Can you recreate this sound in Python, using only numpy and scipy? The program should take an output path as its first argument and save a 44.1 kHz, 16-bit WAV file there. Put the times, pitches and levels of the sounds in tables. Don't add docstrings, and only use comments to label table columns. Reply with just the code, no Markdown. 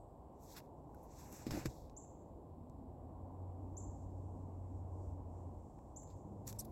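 import sys
import numpy as np
from scipy import signal
from scipy.fft import rfft, irfft
from scipy.io import wavfile
from scipy.ndimage import uniform_filter1d

SR = 44100
rng = np.random.default_rng(int(sys.argv[2]) if len(sys.argv) > 2 else 0)


def int16_out(signal):
    q = np.round(np.clip(np.atleast_2d(signal).T, -1, 1) * 32767)
    wavfile.write(sys.argv[1], SR, q.astype(np.int16))


N = 295911
T = np.arange(N) / SR


def undb(db):
    return 10 ** (np.asarray(db) / 20)


def shape(x, points):
    hz, db = np.transpose(points)
    log_hz = np.log(np.fft.rfftfreq(len(x), 1 / SR) + 1)
    gain_db = np.interp(log_hz, np.log(hz), db, left=-90, right=-90)
    return irfft(rfft(x) * undb(gain_db), len(x))


def unit(x):
    return x / np.sqrt(np.mean(x ** 2))


def noise(colour):
    return unit(shape(rng.standard_normal(N), colour))


def walk(rate):
    hold = int(SR / rate)
    steps = np.repeat(rng.standard_normal(N // hold + 1), hold)
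    return uniform_filter1d(uniform_filter1d(steps, hold), hold)[:N]


def add(out, x, s):
    i = int(round(s * SR))
    x = x[max(-i, 0):N - i]
    out[max(i, 0):max(i, 0) + len(x)] += x


SURGE_POWER = 1.4


def surges(rows):
    power = 0
    for s, rise, fall, db, *over in rows:
        away = np.where(T < s, (s - T) / max(rise, .002), (T - s) / max(fall, .002))
        peak_db = db + np.array([0] + over)[:, None]
        power = power + undb(2 * peak_db) * undb(-2 * 20 * away ** SURGE_POWER)
    return np.sqrt(power)


# pitch_hz [Hz], density_db [dB per Hz]
HISS_COLOUR = [(1470, -20), (2500, -11.5), (3130, -1.5), (5450, -5), (6410, -7), (7650, 5.5), (8520, -4),
               (14300, -4), (15800, -4.5)]
HISS_DB = -89


def hiss():
    return undb(HISS_DB) * noise(HISS_COLOUR)


# pitch_hz [Hz], density_db [dB per Hz]
TRAFFIC_COLOUR = [(20, -24), (45, -3.5), (65, 0), (110, -6), (155, -6), (190, -12.5), (280, -9), (420, -14),
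                  (800, -15), (1050, -21.5), (1300, -40), (1800, -51), (3000, -56)]
# start_s [s], level_db [dB], bass_db [dB over level], tyre_db [dB over level]
TRAFFIC_SWELL = [(0.0, -67, -0.5, 3), (0.35, -63, -4, -1.5), (.8, -64, -3, 1.5), (1.57, -62.5, 0.5, -0.5),
                 (2.4, -63.5, -2, -1.5), (3.5, -61.5, -1, 0), (4.0, -62, 1.5, 0), (5.2, -62, 1, -1),
                 (6.1, -63.5, -0.5, 0.5), (6.71, -60, -1, -3.5)]


def traffic():
    s, db, bass_db, tyre_db = np.transpose(TRAFFIC_SWELL)
    road = rfft(shape(rng.standard_normal(N), TRAFFIC_COLOUR))
    octaves = np.log2(np.fft.rfftfreq(N, 1 / SR) + 1)
    reference = np.std(irfft(road * (abs(octaves - np.log2(530)) < .4), N))
    out = 0
    for octave in np.arange(4, 13):
        band = irfft(road * np.clip(1 - abs(octaves - octave), 0, 1), N)
        bass_share = np.clip((9.0 - octave) / 2, 0, 1)
        band_db = bass_share * np.interp(T, s, bass_db) + 1.5 * walk(4.5)
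        if octave == 10:
            band_db = band_db + np.interp(T, s, tyre_db)
        out = out + band * undb(band_db)
    return out / reference * undb(np.interp(T, s, db))


# [dB, leading overtone]
ENGINE_COURSE = [(2.3, 82, -62, -77), (2.6, 84, -58.5, -63.5), (3.1, 87.3, -59.5, -63),
                 (3.25, 90.6, -51, -63.5), (3.8, 91.9, -50.5, -60), (4.5, 91.8, -47.5, -64),
                 (5.5, 88.5, -50, -64.5), (5.75, 85, -70, -78), (6.0, 88.1, -66, -76),
                 (6.15, 93.9, -54, -76), (6.24, 97.85, -57.5, -59.5), (6.35, 101, -59, -57),
                 (6.56, 106.8, -50, -63), (6.64, 109.3, -63, -58.5), (6.71, 110, -60, -66)]
# second_db, third_db [dB over lead_db]
ENGINE_OVERTONES = [(-11.5, -0.5), (0.5, -6.5)]
# spread_db [dB], phase_spread [radians], rate [changes per s]
AIR_WAVER = [(2.0, .3, 14), (3.0, .6, 20), (5.0, 2.5, 60)]
PULLS_AWAY_S = 5.9


def engine():
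    s, hz, first_db, lead_db = np.transpose(ENGINE_COURSE)
    firing_hz = np.interp(T, s, hz) * (1 + 0.011 * walk(12))
    phase = 2 * np.pi * np.cumsum(firing_hz) / SR
    levels_db = [np.interp(T, s, first_db)]
    for droning_db, leaving_db in np.transpose(ENGINE_OVERTONES):
        balance_db = np.where(T < PULLS_AWAY_S, droning_db, leaving_db)
        levels_db.append(np.interp(T, s, lead_db) + balance_db)
    out = 0
    for multiple, (db, (waver_db, turn, rate)) in enumerate(zip(levels_db, AIR_WAVER), 1):
        tone = np.sqrt(2) * np.sin(multiple * phase + turn * walk(rate))
        out = out + tone * undb(db + waver_db * walk(rate))
    fade_in = np.clip((T - s[0]) / 0.25, 0, 1)
    return fade_in * out


# pitch_hz [Hz], level_db [dB]
TREE_COLOUR = [(5000, -1.5), (5800, 4.5), (6500, 4.5), (7400, 1), (12000, 5.5), (16000, -10)]
# delay_s [s], level_db [dB over the direct sound]
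WALL_ECHOES = [(.011, -11), (0.057, -10)]
TREES_T60_S, TREES_DB = 0.69, -6.5


def space():
    t = np.arange(SR) / SR
    ring_db = -60 * t / TREES_T60_S + 1.4 * walk(37)[:SR]
    ring = shape(rng.standard_normal(SR), TREE_COLOUR) * undb(ring_db)
    ring = ring * np.clip(t / 0.0037, 0, 1)
    response = undb(TREES_DB) * ring / np.sqrt(np.sum(ring ** 2))
    response[0] = 1
    for delay, echo_db in WALL_ECHOES:
        response[int(delay * SR)] += undb(echo_db)
    return response


# start_s [s from its start], pitch_hz [Hz, before the pitch factor], level_db [dB over peak]
CHIP_GLIDE = [(0, 5950, -40), (.0022, 6000, -9), (.0045, 6550, -4), (.0065, 6900, -7), (.010, 7150, -4),
              (.013, 7270, 0), (.017, 7350, -1), (.0188, 7500, -13), (.021, 7700, -3), (.0255, 7900, -36)]
# start_s [s], peak_db [dB, direct sound], pitch_factor [ratio], octave_db [dB over the whistle]
CHIP_CALLS = [(-.22, -54, 1.1, -32), (1.9637, -48.5, 1.002, -23), (3.7662, -46.5, 0.998, -18.5),
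              (5.9597, -48, 0.9967, -16)]


def bird():
    s, hz, db = np.transpose(CHIP_GLIDE)
    t = np.arange(int(s[-1] * SR)) / SR
    level_db = uniform_filter1d(np.interp(t, s, db), size=30)
    octave_swell = np.exp(-((t - .003) / .0022) ** 2)
    response, out = space(), np.zeros(N)
    for start, peak_db, factor, octave_db in CHIP_CALLS:
        phase = 2 * np.pi * np.cumsum(factor * np.interp(t, s, hz)) / SR
        tone = np.sin(phase) + undb(octave_db) * octave_swell * np.sin(2 * phase)
        chip = tone * undb(peak_db + level_db)
        add(out, signal.fftconvolve(chip, response), start)
    return out


# [dB, before the throat]
SQUEAK_ARCH = [(6.585, 2700, -75), (6.588, 2600, -48), (6.590, 2400, -45), (6.593, 2880, -41),
               (6.5955, 3100, -39), (6.600, 2780, -41), (6.603, 2400, -40), (6.609, 2000, -44),
               (6.6125, 2050, -48), (6.615, 2000, -64), (6.63, 2000, -75)]
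# pitch_hz [Hz], level_db [dB]
THROAT_COLOUR = [(1500, -48), (3000, -36), (4200, -15), (5200, -5), (6000, -3), (8200, 0), (10000, -4),
                 (11800, 0), (12800, -15), (14000, -30), (15900, -34)]
# centre_s [s], width_s [s], depth_db [dB]
THIRD_DROPOUT = (6.5978, .0018, -26)
CLEAR_S, CLEAR_ROUGH, ROUGH_PER_S, BREAKS_S = 6.595, .05, 30, 6.613


def squeak():
    s, hz, db = np.transpose(SQUEAK_ARCH)
    t = np.arange(s[0], s[-1], 1 / SR)
    rough = np.clip(CLEAR_ROUGH + ROUGH_PER_S * abs(t - CLEAR_S) + (t > BREAKS_S), 0, 1)
    gap_s, gap_width_s, gap_depth_db = THIRD_DROPOUT
    gap_db = gap_depth_db * np.exp(-((t - gap_s) / gap_width_s) ** 2)
    phase = 2 * np.pi * np.cumsum(uniform_filter1d(np.interp(t, s, hz), size=70)) / SR
    stack = 0
    for k in range(1, 8):
        flutter_db = -22 * rough * abs(walk(500)[:len(t)])
        stack = stack + np.sin(k * phase + k * k) * undb(flutter_db + (k == 3) * gap_db)
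    breath = 1.7 * rough * rng.standard_normal(len(t))
    voice = (1 - rough) * stack + breath
    out = np.zeros(N)
    add(out, voice * undb(np.interp(t, s, db)), s[0])
    return shape(out, THROAT_COLOUR)


# peak_s [s], rise_s [s per 20 dB], fall_s [s per 20 dB], peak_db [dB]
SNIFF_SURGES = [(4.05, 0.5, -0.3, -84), (4.35, 1.5, 0.5, -86), (4.79, 0.5, 0.1, -86),
                (5.04, 0.3, 0.25, -81), (5.38, 0.19, 0.19, -83), (5.65, .5, 1.3, -85.5),
                (6.2, 0.1, -0.2, -81.5), (6.4, 1, 4.98, -89.5)]
# pitch_hz [Hz], density_db [dB per Hz]
SNIFF_COLOUR = [(4000, -21), (5500, -8), (6500, -5), (7500, 2), (8300, -5.5), (9500, -14), (11000, -32)]


def sniffs():
    return surges(SNIFF_SURGES)[0] * noise(SNIFF_COLOUR)


# start_s [s], peak_db [dB], pitch_hz [Hz], t60_s [s]
TAP_KNOCK = (.9455, -62, 1470, .03)


def tap():
    s, db, hz, t60 = TAP_KNOCK
    t, out = np.arange(SR // 10) / SR, np.zeros(N)
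    add(out, np.sin(2 * np.pi * hz * t) * undb(db - 60 * t / t60), s)
    return out


# peak_s [s], rise_s [s per 20 dB], fall_s [s per 20 dB], peak_db [dB]
PACKING_SURGES = [(1.35, 0.1, -0.03, -55), (1.52, -0.17, -0.07, -47), (1.576, 0.1, 0.03, -41.5)]
# pitch_hz [Hz], density_db [dB per Hz]
PACKING_COLOUR = [(60, -11), (100, -5), (280, 7), (450, -10.5), (750, -3.5), (1200, -30)]


def packing():
    return surges(PACKING_SURGES)[0] * noise(PACKING_COLOUR)


# [Hz, spectrum]
PAW_BLOWS = [(1.4669, -29, 280), (1.489, -38.5, 110), (1.508, -37.5, 132), (1.516, -31, 89),
             (1.553, -45, 330), (1.575, -30.5, 273.4), (1.593, -44, 330), (1.613, -40, 100),
             (1.655, -28.5, 330), (1.658, -30, 152), (1.674, -38.5, 54.7)]
# pitch_hz [Hz, before scatter], level_db [dB], t60_s [s]
GROUND_MODES = [(58, 0, .13), (130, 0, .11), (240, 1, .04), (320, 0, .045), (430, -3, .03)]


def thuds():
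    t, out = np.arange(SR // 3) / SR, np.zeros(N)
    soft_onset = 1 - np.exp(-t / 0.0019)
    for s, db, centre_hz in PAW_BLOWS:
        blow = 0
        for hz, mode_db, t60 in GROUND_MODES:
            excited_db = mode_db - 12.5 * np.log2(hz / centre_hz) ** 2
            scattered_hz = hz * (1 + 0.043 * rng.standard_normal())
            blow = blow + undb(excited_db - 60 * t / t60) * np.sin(2 * np.pi * scattered_hz * t)
        add(out, -blow * undb(db) * soft_onset, s)
    return out


# pitch_hz [Hz], density_db [dB per Hz]
SNOW_PARTS = [
    [(4800, -21), (5500, 0), (6300, 1), (7900, 1.5), (8500, -10), (9800, -19.5)],
    [(900, -0.5), (1500, -0.5), (2400, -2), (2850, -6), (3200, -24)],
    [(3150, -11), (3600, -5), (4700, -2.5), (5400, -2.5), (6000, -18)],
    [(9000, -9), (10400, -6.5), (12300, 0.5), (13800, -5.5), (16000, -7.5)],
]
# peak_s [s], rise_s [s per 20 dB], fall_s [s per 20 dB], peak_db [dB],
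# low_db, middle_db, high_db [dB over peak_db]
SNOW_RUSTLES = [(.36, 0.049, 0.047, -91, -15, -15, -10.5), (.435, 0.045, 0.063, -72, -18.5, -16.5, -2.5),
                (.53, 0.12, 0.05, -64.5, -14.5, -6, -1.5), (.582, 0.038, 0.025, -61.5, 4, 0, 0),
                (.62, 0.022, 0.096, -85.5, 3.5, -5, 1), (.78, .05, 0.072, -94, -10, -20, -12),
                (1.0, 0.176, 0.133, -85, -6, -11, -5), (1.04, 0.018, 0.045, -84, -6, -12, 8.5),
                (1.12, 0.078, .06, -73, -6, -12, -12), (1.2, 0.086, 0.14, -66.5, -9, -6, -5),
                (1.28, 0.16, 0.075, -70.5, -4, -16, -7), (1.348, 0.0647, 0.11, -63, -3.5, -5, -1),
                (1.425, 0.12, 0.065, -65.5, -6.5, -6, -6), (1.47, 0.013, 0.047, -61.5, -2, -4, -3),
                (1.51, 0.0062, 0.16, -59, 1, -2, -7), (1.59, 0.119, 0.0813, -59.5, 0.5, -4, -5.5),
                (1.66, 0.012, .022, -54.5, -2, -5, -2.5), (1.7, 0.034, 0.07, -74, -4, -0.5, -2.5),
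                (1.79, 0.21, 0.15, -76, -13.5, 0, -3.5), (6.11, .04, .04, -92, 7, 10, 5),
                (6.473, 0.0067, 0.041, -55.5, -22, -6.5, -1), (6.493, 0.029, 0.034, -61.5, -1, 0, 3.5),
                (6.55, 0.042, 0.08, -80.5, 0, -2.5, 0), (6.592, 0.0065, 0.059, -70.5, -5.5, 1, 3),
                (6.652, 0.0084, 0.009, -70.5, -8, -1, 5.5), (6.68, 0.064, 0.11, -87, -9, -1.5, 4)]
# start_s [s], peak_db [dB], low_db, middle_db, high_db [dB over peak_db]
CRUST_SNAPS = [(.566, -56, -10.5, -3, -9), (0.603, -74, 18, -11, -5), (.6604, -80, -12, -6, -13),
               (0.9468, -70, -12, -20, 6.5), (1.0313, -81, -12, -16, 7), (1.3265, -59, -11, -21, 3),
               (1.4666, -59.5, 3.5, 4.5, -5), (1.5086, -52.5, 5.5, 4.5, -7), (1.6578, -46.5, 1.5, -9, -4),
               (1.8974, -66.5, -3, -1.5, -27), (2.0467, -72, -2, -13.5, -31),
               (2.6974, -70, -15, -6.5, -5.5), (5.7889, -82, 15, -10, -16), (6.0325, -76, 11, -4, 5),
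               (6.076, -86, 4, 10.5, 1), (6.102, -89, 9, 10, 3), (6.165, -80, -4, -5, 1),
               (6.4776, -42, -15, -27, -21), (6.5274, -54.5, 0, -2, -1), (6.5627, -74, -18, -15, 3),
               (6.6493, -71, -11, -8, 5)]
SNAP_T60_S = 0.0098


def scuffle():
    gains = surges(SNOW_RUSTLES)
    t = np.arange(SR // 5) / SR
    for s, db, *over in CRUST_SNAPS:
        for gain, part_db in zip(gains, [0] + over):
            add(gain, undb(db + part_db - 60 * t / SNAP_T60_S), s)
    out = 0
    for gain, colour in zip(gains, SNOW_PARTS):
        grains = rng.standard_normal(N) * undb(2.0 * rng.exponential(size=N))
        flicker_db = 1.5 * walk(60) + 1.8 * walk(18)
        out = out + gain * unit(shape(grains, colour)) * undb(flicker_db)
    return out


SIDE_DB, SIDE_HZ = -13, 7400.


def scene():
    voiced = scuffle() + squeak()
    paw = thuds() + tap() + packing()
    far = bird() + engine() + traffic()
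    mid = voiced + paw + far + sniffs() + hiss()
    scatter = rng.standard_normal(512) * np.exp(-np.arange(512) / 400)
    scattered = np.convolve(voiced, unit(scatter) / np.sqrt(512))[:N]
    treble = signal.butter(4, SIDE_HZ, "high", fs=SR, output="sos")
    side = signal.sosfilt(treble, scattered)
    return mid + undb(SIDE_DB) * side * np.array([[1], [-1]])


TOP_HZ = 16050


def record(dry):
    return signal.sosfilt(signal.ellip(10, .2, 60, TOP_HZ, fs=SR, output="sos"), dry)


dry = scene()
out = record(dry)
int16_out(out)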